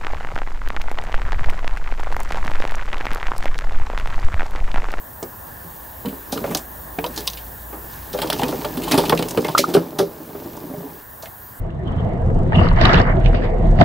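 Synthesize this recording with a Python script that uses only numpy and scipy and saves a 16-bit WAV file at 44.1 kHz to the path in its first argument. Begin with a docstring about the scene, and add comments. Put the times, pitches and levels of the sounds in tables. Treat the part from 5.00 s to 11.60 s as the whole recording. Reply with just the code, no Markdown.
"""On a concrete slab outdoors, empty plastic bottles are picked up, knocked over and rolled.
Blows excite damped modes of panel and hollow shell, creases of the thin wall snap as sprays of clicks,
and bumps of the slab keep the shell ringing; a few short clean chirps pop, and the last blows are dull.
Scattered echoes follow. Behind lie a far engine (a wavering sine), the rumble of traffic and the
bright hiss of the camera (both shaped noise)."""
import sys
import numpy as np
from scipy import signal
from scipy.io import wavfile
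from scipy.ndimage import uniform_filter1d

SR = 44100
rng = np.random.default_rng(int(sys.argv[2]) if len(sys.argv) > 2 else 0)


def wav_record(signal):
    """Record a signal, one row per channel, as 16-bit PCM in the file named by sys.argv[1]."""
    frames = np.transpose(np.atleast_2d(signal))
    bounded = np.clip(frames, -1, 1)
    # unit amplitude maps onto the largest positive 16-bit level
    quanta = np.round(bounded * 32767).astype(np.int16)
    wavfile.write(sys.argv[1], SR, quanta)


N = 291060

# Modes of the hollow bottle, air mode first: f/Hz (wall modes before retuning), relative level/dB, t60/s
SHELL_MODES = [(171.2, -10.5, 0.29), (257.5, -6.5, 0.24), (326.2, -9, 0.342), (398.5, 1, 0.17),
               (494, -13, 0.28), (569, -3, 0.16), (639, -5, 0.054)]


def amp(db):
    """Level definition: decibels to amplitude ratio."""
    return 10 ** (np.asarray(db) / 20)


def evened(x):
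    """Power normalisation: scales x to rms 1."""
    return x / np.sqrt(np.mean(x ** 2) + 1e-20)


def peaked(x):
    """Peak normalisation: scales x to a highest magnitude of 1."""
    return x / abs(x).max()


def read(points, hz):
    """Spectrum interpolation on a logarithmic frequency axis."""
    f, value = np.transpose(points)
    return np.interp(np.log(hz + 1), np.log(f + 1), value)


def curve(rows, count):
    """Linear interpolation in time of column count at every sample; -120 outside the span."""
    columns = np.transpose(rows)
    return np.interp(np.arange(N) / SR, columns[0], columns[count], -120, -120)


def add(mix, s, sound):
    """Superposition: adds a sound to the mix, in place, at time s."""
    part = mix[round(s * SR):][:len(sound)]
    part += sound[:len(part)]


def mode(x, hz, t60):
    """Damped resonance driven by x: one complex pole; a unit click rings at height 1."""
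    decay = np.log(1000) / max(t60, .002)
    pole = np.exp((2j * np.pi * hz - decay) / SR)
    return signal.lfilter([1], [1, -pole], x).imag


def band(x, lo_hz, hi_hz):
    """Band limitation: gentle band-pass between two frequencies."""
    edges = [lo_hz, min(hi_hz, SR / 2.2)]
    return signal.sosfilt(signal.butter(2, edges, "bandpass", fs=SR, output="sos"), x)


def grit(shape, per_s, spread_db):
    """Random impulse process: sparse clicks of random sign and uneven size."""
    size_db = spread_db * np.minimum(rng.exponential(1, shape), 4)
    size = amp(size_db) * rng.choice([-1., 1.], shape)
    return size * (rng.random(shape) < per_s / SR)


def shell(x, tune):
    """Modal superposition under the force x: grip and dents retune the wall modes, not the air mode."""
    air, *wall = SHELL_MODES
    air_ring = amp(air[1]) * mode(x, air[0], air[2])
    return air_ring + sum(amp(db) * mode(x, hz * tune, t60) for hz, db, t60 in wall)


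def knocks():
    """Impact excitation: a first blow and a decaying chatter of small ones ring panel and shell."""
    # Blows on the shell: t/s, peak level/dB, struck panel f/Hz, contact time/s, relative slap level/dB
    blows = [(0.226, -19.5, 384.4, 0.018, -3), (0.648, -34.5, 170, 0.012, -12),
             (1.049, -19.5, 203, 0.023, -4), (1.066, -17, 267, 0.0025, -8.5),
             (1.127, -25.5, 272, 0.0039, -1), (1.326, -13.5, 258.6, 0.0081, 0.5),
             (1.359, -16.5, 278, 0.0072, -4), (1.375, -18, 1210, .006, -1.5),
             (1.415, -20.5, 234, 0.0017, -11), (1.442, -14, 561, 0.0065, 0),
             (1.488, -20.5, 233, 0.007, -19), (1.511, -18, 210, 0.0079, 8),
             (1.549, -12.5, 304.6, 0.016, 7.5), (1.986, -11, 717, 0.0055, -1),
             (2.041, -12.5, 980, 0.0091, 4), (2.064, -22.5, 644, .006, 1.5), (2.085, -29, 240, 0.023, -10),
             (2.175, -23, 335, 0.03, 4), (2.275, -21.5, 1110, 0.0095, 10), (2.728, -25.5, 320, 0.022, 2.5),
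             (3.138, -14.5, 507, 0.02, -2.5), (3.186, -16.5, 593, 0.011, 4), (3.218, -16, 887, 0.018, 6.5),
             (3.245, -15, 314, 0.007, -6), (3.3, -11.5, 723, 0.0055, 9), (3.325, -14, 528, 0.01, 12),
             (3.396, -10.5, 830, 0.0043, -8), (3.42, -13, 848, 0.033, -3.5), (3.432, -12, 251, 0.0043, 2),
             (3.489, -15, 301, 0.0046, 2.5), (3.526, -16.5, 478, .0133, -1.5),
             (3.646, -15, 677, 0.011, 6.5), (3.774, -18, 247, 0.0045, -3), (3.87, -14, 860, 0.026, 4),
             (3.912, -6.5, 324, 0.031, 2.5), (3.939, -2.5, 281.5, 0.015, -1), (3.977, -2.5, 394, .0096, 0),
             (3.986, -9, 920, 0.014, -2), (4.039, -12.5, 340, 0.0066, 16), (4.098, -7.5, 423, 0.0035, 10),
             (4.124, -3, 1096, 0.0039, 11), (4.128, 0.5, 464, 0.0051, 1.5),
             (4.194, -9.5, 333.3, 0.0083, -2.5), (4.224, -10, 491, 0.0035, -5),
             (4.375, -6, 449, 0.0052, -2), (4.384, -12.5, 164, 0.0063, -6), (4.447, -11, 422, 0.012, 1),
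             (4.487, -10.5, 946, 0.0079, 1), (4.491, -19.5, 165, 0.012, -3), (4.592, -5, 559, 0.0031, -5),
             (4.682, -12.5, 358, 0.033, -10), (4.739, -12, 381, 0.0092, -2), (4.75, 1, 390, 0.0039, -8.5),
             (4.767, -1, 403, 0.012, -8), (4.989, -9, 379, 0.008, 3.5), (4.999, -5, 396.6, 0.011, -4),
             (5.022, -12.5, 399, 0.013, -12), (5.2, -27, 316, 0.0061, -15),
             (5.292, -27, 286.3, 0.0046, -17), (5.35, -23, 404, 0.017, -4),
             (5.457, -21.5, 342.5, 0.0072, -10), (5.572, -26, 1020, .006, -6),
             (5.639, -25, 300, 0.0091, -28), (5.699, -23.5, 265, 0.015, -23), (5.738, -21, 600, 0.0053, -5),
             (5.771, -24.5, 171, 0.042, -25), (5.841, -25, 276, 0.012, -24), (6.228, -26.5, 670, 0.014, 0),
             (6.263, -33, 695, 0.016, -8)]
    hollow_db, slap_hz = -2.5, 837  # shell ring relative to the panel; centre of the flat-wall slap
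    full_from_s = 6.1  # later blows come from the bottle full of water: no hollow ring, less low force
    out, t = np.zeros(N), np.arange(SR // 3) / SR
    modes_hz = np.transpose(SHELL_MODES)[0]
    chatter = grit((len(blows), len(t)), 900, 1.95)
    gravel = grit((len(blows), len(t)), 3500, 3.8)
    for (s, db, hz, contact, slap_db), row, fine in zip(blows, chatter, gravel):
        hollow = s < full_from_s
        force = 1.14 * row * np.exp(-(t / max(contact, .001)) ** 2)
        force[0] = 2.08  # the first blow
        # a dull blow leaves the high modes quiet
        low_hz = min(150, 0.61 * hz) if hollow else 0.81 * hz
        soft = band(band(force, low_hz, 2.5 * hz), 120.0, 2140)
        # the mode nearest to the panel's pitch sets the tuning
        nearest_hz = modes_hz[np.argmin(abs(np.log(modes_hz / hz)))]
        tune = np.clip(hz / nearest_hz, .8, 1.25)
        # a few cycles of the panel over a low thump
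        panel = mode(soft, hz, 25 / hz) + 0.51 * mode(soft, 168, 0.015)
        # grains of the slab under the flat wall
        scrape = force + 0.62 * fine * np.exp(-t / (1.34 * contact))
        slap = band(scrape, 0.53 * slap_hz, 1.48 * slap_hz) + 0.013 * mode(scrape, slap_hz * tune, 0.039)
        sound = peaked(panel) + amp(slap_db) * peaked(slap)
        if hollow:
            sound += amp(hollow_db) * peaked(shell(soft, tune))
        add(out, s, amp(db) * peaked(sound))
    return out


def snaps():
    """Buckling: a crease flips, and a spray of clicks builds up and dies in a bright band and wide fizz."""
    # Snaps of the thin wall: t/s (within the build-up), peak level/dB, bright band f/Hz, main spray t60/s
    creases = [(0.2273, -18.5, 5600, 0.039), (1.056, -25, 3080, .047), (1.082, -27.5, 3070, 0.11),
               (1.3215, -14.5, 4300, 0.1), (1.3743, -24, 3200, 0.048), (1.4576, -30, 2920, 0.15),
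               (1.505, -23.5, 2750, 0.19), (1.548, -2.5, 4330, 0.032), (1.5697, -12, 6200, .071),
               (1.9871, -16, 1667, 0.0322), (2.0413, -13.5, 3130, 0.032), (2.0622, -20.5, 3980, .037),
               (2.16, -16.5, 5000, 0.076), (2.175, -12, 4260, .0665), (2.206, -17, 8000, .025),
               (2.271, -13, 6100, 0.023), (2.2752, -3.5, 3800, 0.027), (2.299, -19, 4550, 0.046),
               (2.333, -19, 4120, 0.034), (2.3715, -24.5, 3200, 0.064), (3.1289, -19.5, 4220, 0.077),
               (3.174, -23, 3220, 0.076), (3.1876, -17, 3270, 0.047), (3.217, -9, 3300, 0.06),
               (3.272, -23, 3470, .037), (3.301, -5.5, 3570, .025), (3.3277, -9.5, 3785, .0416),
               (3.3926, -18.5, 2940, 0.051), (3.415, -21, 1930, .068), (3.4337, -8.5, 2490, 0.02),
               (3.481, -18.5, 3850, .083), (3.6483, -15.5, 3330, .027), (3.7707, -18, 3620, 0.063),
               (3.817, -24, 2900, 0.085), (3.833, -18, 3200, 0.092), (3.8787, -17, 3320, .13),
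               (3.9112, -10, 2580, 0.087), (3.9181, -3.5, 4080, 0.049), (3.9393, -11, 3340, 0.12),
               (3.9758, -6.5, 3750, .0965), (4.0344, -23, 3740, 0.038), (4.0517, -19.5, 3100, 0.07),
               (4.0947, -5, 3600, .035), (4.125, -18, 2050, 0.05), (4.175, -13, 2760, 0.031),
               (4.1892, -15, 3480, 0.055), (4.2246, -12, 3060, 0.028), (4.2837, -15, 6750, 0.077),
               (4.308, -17, 5960, 0.03), (4.373, -15.5, 3100, 0.043), (4.445, -16, 2190, .061),
               (4.482, -18, 3530, 0.057), (4.5164, -26, 3270, .0515), (4.5749, -12.5, 2110, 0.073),
               (4.5793, -1.5, 4600, .075), (4.584, -9.5, 2376, 0.075), (4.6803, -27.5, 3770, 0.23),
               (4.7377, -12, 3790, .098), (4.7468, -11.5, 3270, .049), (4.9864, -10.5, 4130, .09),
               (5.5678, -29, 5630, .045), (6.2217, -28, 4700, 0.1), (6.2558, -27.5, 2160, .0492)]
    # wide fizz: base level, more in bright snaps (from 3.5 kHz), more in long ones
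    fizz_base_db, fizz_db_per_octave, fizz_db_per_s = -8.5, 15, 64
    out, t = np.zeros(N), np.arange(SR // 6) / SR
    spray = grit((len(creases), len(t)), 5000, 1.47)
    for (s, db, hz, t60), row in zip(creases, spray):
        rise = 0.08 * t60  # s; a long crunch builds up slowly
        fast = amp(-60 * np.maximum(t - rise, 0) / t60)
        slow = 0.4 * amp(-60 * t / (3 * t60))
        force = row * (fast + slow) * np.minimum(t / rise, 1) ** 2
        force[round(rise * SR)] += 4.5  # the crack itself, at the top of the build-up
        bright = band(band(force, 0.66 * hz, 1.86 * hz), 0.66 * hz, 1.86 * hz)
        bright += 0.028 * mode(force, hz, 0.031)
        fizz = band(force, 2700, 13000) + 0.39 * band(force, 10650, 16400)
        fizz_db = fizz_base_db + fizz_db_per_octave * np.log2(hz / 3500) + fizz_db_per_s * t60
        sound = bright + amp(fizz_db) * fizz
        add(out, s - 0.54 * rise, amp(db) * peaked(sound))
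    return out


def pops():
    """Frequency glide: a tone slides up within two cycles, holds, and is cut short with a faint after-ring."""
    # Short clean chirps, perhaps a dent popping back: t/s, approximate peak level/dB, length/s
    chirps = [(4.5495, -3, 0.0057), (4.5774, -10.5, 0.006), (4.64, -8.5, 0.0056)]
    pop_hz = 1334  # held pitch
    out, t = np.zeros(N), np.arange(SR // 20) / SR
    for s, db, length in chirps:
        turns = np.cumsum(pop_hz * (1 - 0.96 * np.exp(-t / 0.0007))) / SR
        held = np.exp(-(t / length) ** 4)
        after_ring = 0.074 * np.exp(-t / 0.0036)
        shape = np.minimum(t / 0.00085, 1) * (held + after_ring)
        add(out, s, amp(db) * shape * np.sin(2 * np.pi * turns))
    return out


def rolling():
    """Roughness excitation: bumps ring the shell, each side tuned a little differently; creases tick finely."""
    # Bottles rolling, rocking and shifting on the rough slab: t/s, rumble level/dB, crinkle level/dB
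    motion = [(0.45, -51, -59), (0.7, -67, -60), (1.2, -52, -57), (1.5, -30, -45), (1.75, -55, -73),
              (2.2, -40.5, -43.5), (2.5, -75, -58), (2.75, -42, -73), (2.92, -51, -48), (3.1, -45.5, -50.5),
              (3.36, -29.5, -38), (3.75, -32.5, -45.5), (4.04, -24, -38), (4.3, -30.5, -43),
              (4.6, -33.5, -41.5), (4.98, -35.5, -54.5), (5.15, -40.5, -54), (5.5, -36.5, -50.5),
              (5.9, -38.5, -56.5), (6.03, -49, -54)]
    drone_db = -10.5  # relative to the rumble
    bumps = band(grit((6, N), 200, 1.3), 120.0, 510.0)
    sides = zip(bumps, np.linspace(.85, 1.1, num=6))
    ring = sum(shell(row, tune) + 1.02 * mode(row, 310 * tune, 0.21) for row, tune in sides)
    scuff = band(grit(N, 300, 2.5), 486, 1000)
    rumble = evened(evened(ring) + 0.52 * evened(scuff))
    creases = zip(grit((6, N), 90, 4.1), np.geomspace(2400, 6500, num=6))
    ticks = sum(mode(row, hz, 0.0079) + 8.8 * band(row, hz / 2, hz * 2) for row, hz in creases)
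    crackle = band(grit(N, 4000, 0.54), 2100, 6900)
    crinkle = evened(evened(ticks) + 0.89 * evened(crackle))
    # the air inside drones when the bottle rocks
    drone = evened(mode(bumps[0], SHELL_MODES[0][0], 0.094))
    low = amp(curve(motion, count=1)) * (rumble + amp(drone_db) * drone)
    return low + amp(curve(motion, count=2)) * crinkle


def yard(x):
    """Scattering: short echoes off the concrete blocks, different at each microphone port."""
    t = np.arange(SR // 6) / SR
    tail = grit((2, len(t)), 2200, 0) * amp(-60 * t / 0.06) * (t > .002)  # t60 0.06 s after a 2 ms gap
    tail = band(tail, 463.7, 2550) + 0.067 * band(tail, 3300, 4300) + 0.039 * band(tail, 11000, 15400)
    return signal.oaconvolve(x[None], tail / np.linalg.norm(tail[0]), axes=1)[:, :N]


def engine():
    """Periodic firing: the lowest firing order of a far engine, a sine wavering in strength."""
    # Course of the engine: t/s, f/Hz, mean level/dB (rms)
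    course = [(0.0, 57.4, -58), (1.2, 57.5, -46.5), (2.6, 57.7, -39.5), (3.5, 57.3, -43), (4.25, 42.7, -44),
              (4.5, 40, -68)]
    waver = uniform_filter1d(rng.standard_normal(N), size=2500)
    waver = evened(uniform_filter1d(waver, size=2500))
    level = np.sqrt(2) * amp(curve(course, count=2) + 1.4 * waver)
    turns = np.cumsum(curve(course, count=1)) / SR
    return level * np.sin(2 * np.pi * turns)


def wash(spectrum, patchy_db):
    """Partly coherent random noise: two channels of a given spectrum with drifting patches, rms 1."""
    # Left-right likeness of the background: f/Hz, coherence (1 = the same)
    likeness = [(60, 1), (140, 0.88), (300, 0.2), (800, 0.083), (2500, 0.17), (5000, 1), (9000, 1),
                (15000, 0.95)]
    frames, hz = N // 256 + 5, np.fft.rfftfreq(1024, 1 / SR)
    a, b, c, d, patches = rng.standard_normal((frames, 513, 5)).T
    patches = uniform_filter1d(patches, size=10, axis=0)  # over frequency
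    patches = evened(uniform_filter1d(patches, size=14, axis=1))  # over time
    same = np.clip(read(likeness, hz), -1, 1)[:, None]
    left = a + 1j * b
    right = same * left + np.sqrt(1 - same ** 2) * (c + 1j * d)
    z = np.array([left, right]) * amp(read(spectrum, hz)[:, None] + patchy_db * patches)
    return evened(signal.istft(z, nperseg=1024, noverlap=768)[1][:, :N])


def traffic():
    """Many distant sources sum to random noise: a rumble strongest near 60 Hz."""
    # Traffic spectrum: f/Hz, relative level/dB (per Hz)
    spectrum = [(18, -38.5), (30, -29), (60, 8), (119, -10.5), (167, -10), (282, -11), (395, -13.5),
                (629, -10.5), (1080, -8), (1230, -18.5), (1760, -11.5), (2600, -46), (3380, -72.5),
                (5720, -120)]
    return amp(-39) * wash(spectrum, patchy_db=1.37)


def hiss():
    """Self-noise of the camera: random noise strongest in the high treble."""
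    # Hiss spectrum: f/Hz, relative level/dB (per Hz)
    spectrum = [(1290, -46), (2200, -16), (2820, -13), (5220, -16.5), (11500, -7.5), (14600, 2.5),
                (15700, 2.5)]
    return amp(-34.5) * wash(spectrum, patchy_db=1.3)


def scene():
    """Superposition: bottles near the middle, their echoes, and the background."""
    # Course of traffic and hiss together: t/s, relative level/dB
    background_course = [(0.0, -1.5), (1.2, 0), (4.1, 0.9), (4.9, -6), (6.6, -2)]
    bottles = knocks() + snaps() + pops() + rolling()
    direct = bottles * amp([[-.2], [.2]])  # dB, left and right
    echoes = amp(-18.0) * yard(bottles)
    background = amp(curve(background_course, count=1)) * (traffic() + hiss())
    return direct + echoes + background + engine()


def record(dry):
    """Saturation and band limitation: soft overload on the hardest blows, then a steep low-pass."""
    edge_hz = 15760
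    held = .96 * np.tanh(dry / .96)
    low_pass = signal.firwin(801, edge_hz, window=("kaiser", 9), fs=SR)
    return signal.oaconvolve(held, low_pass[None], "same")


dry = scene()
out = record(dry)
wav_record(out)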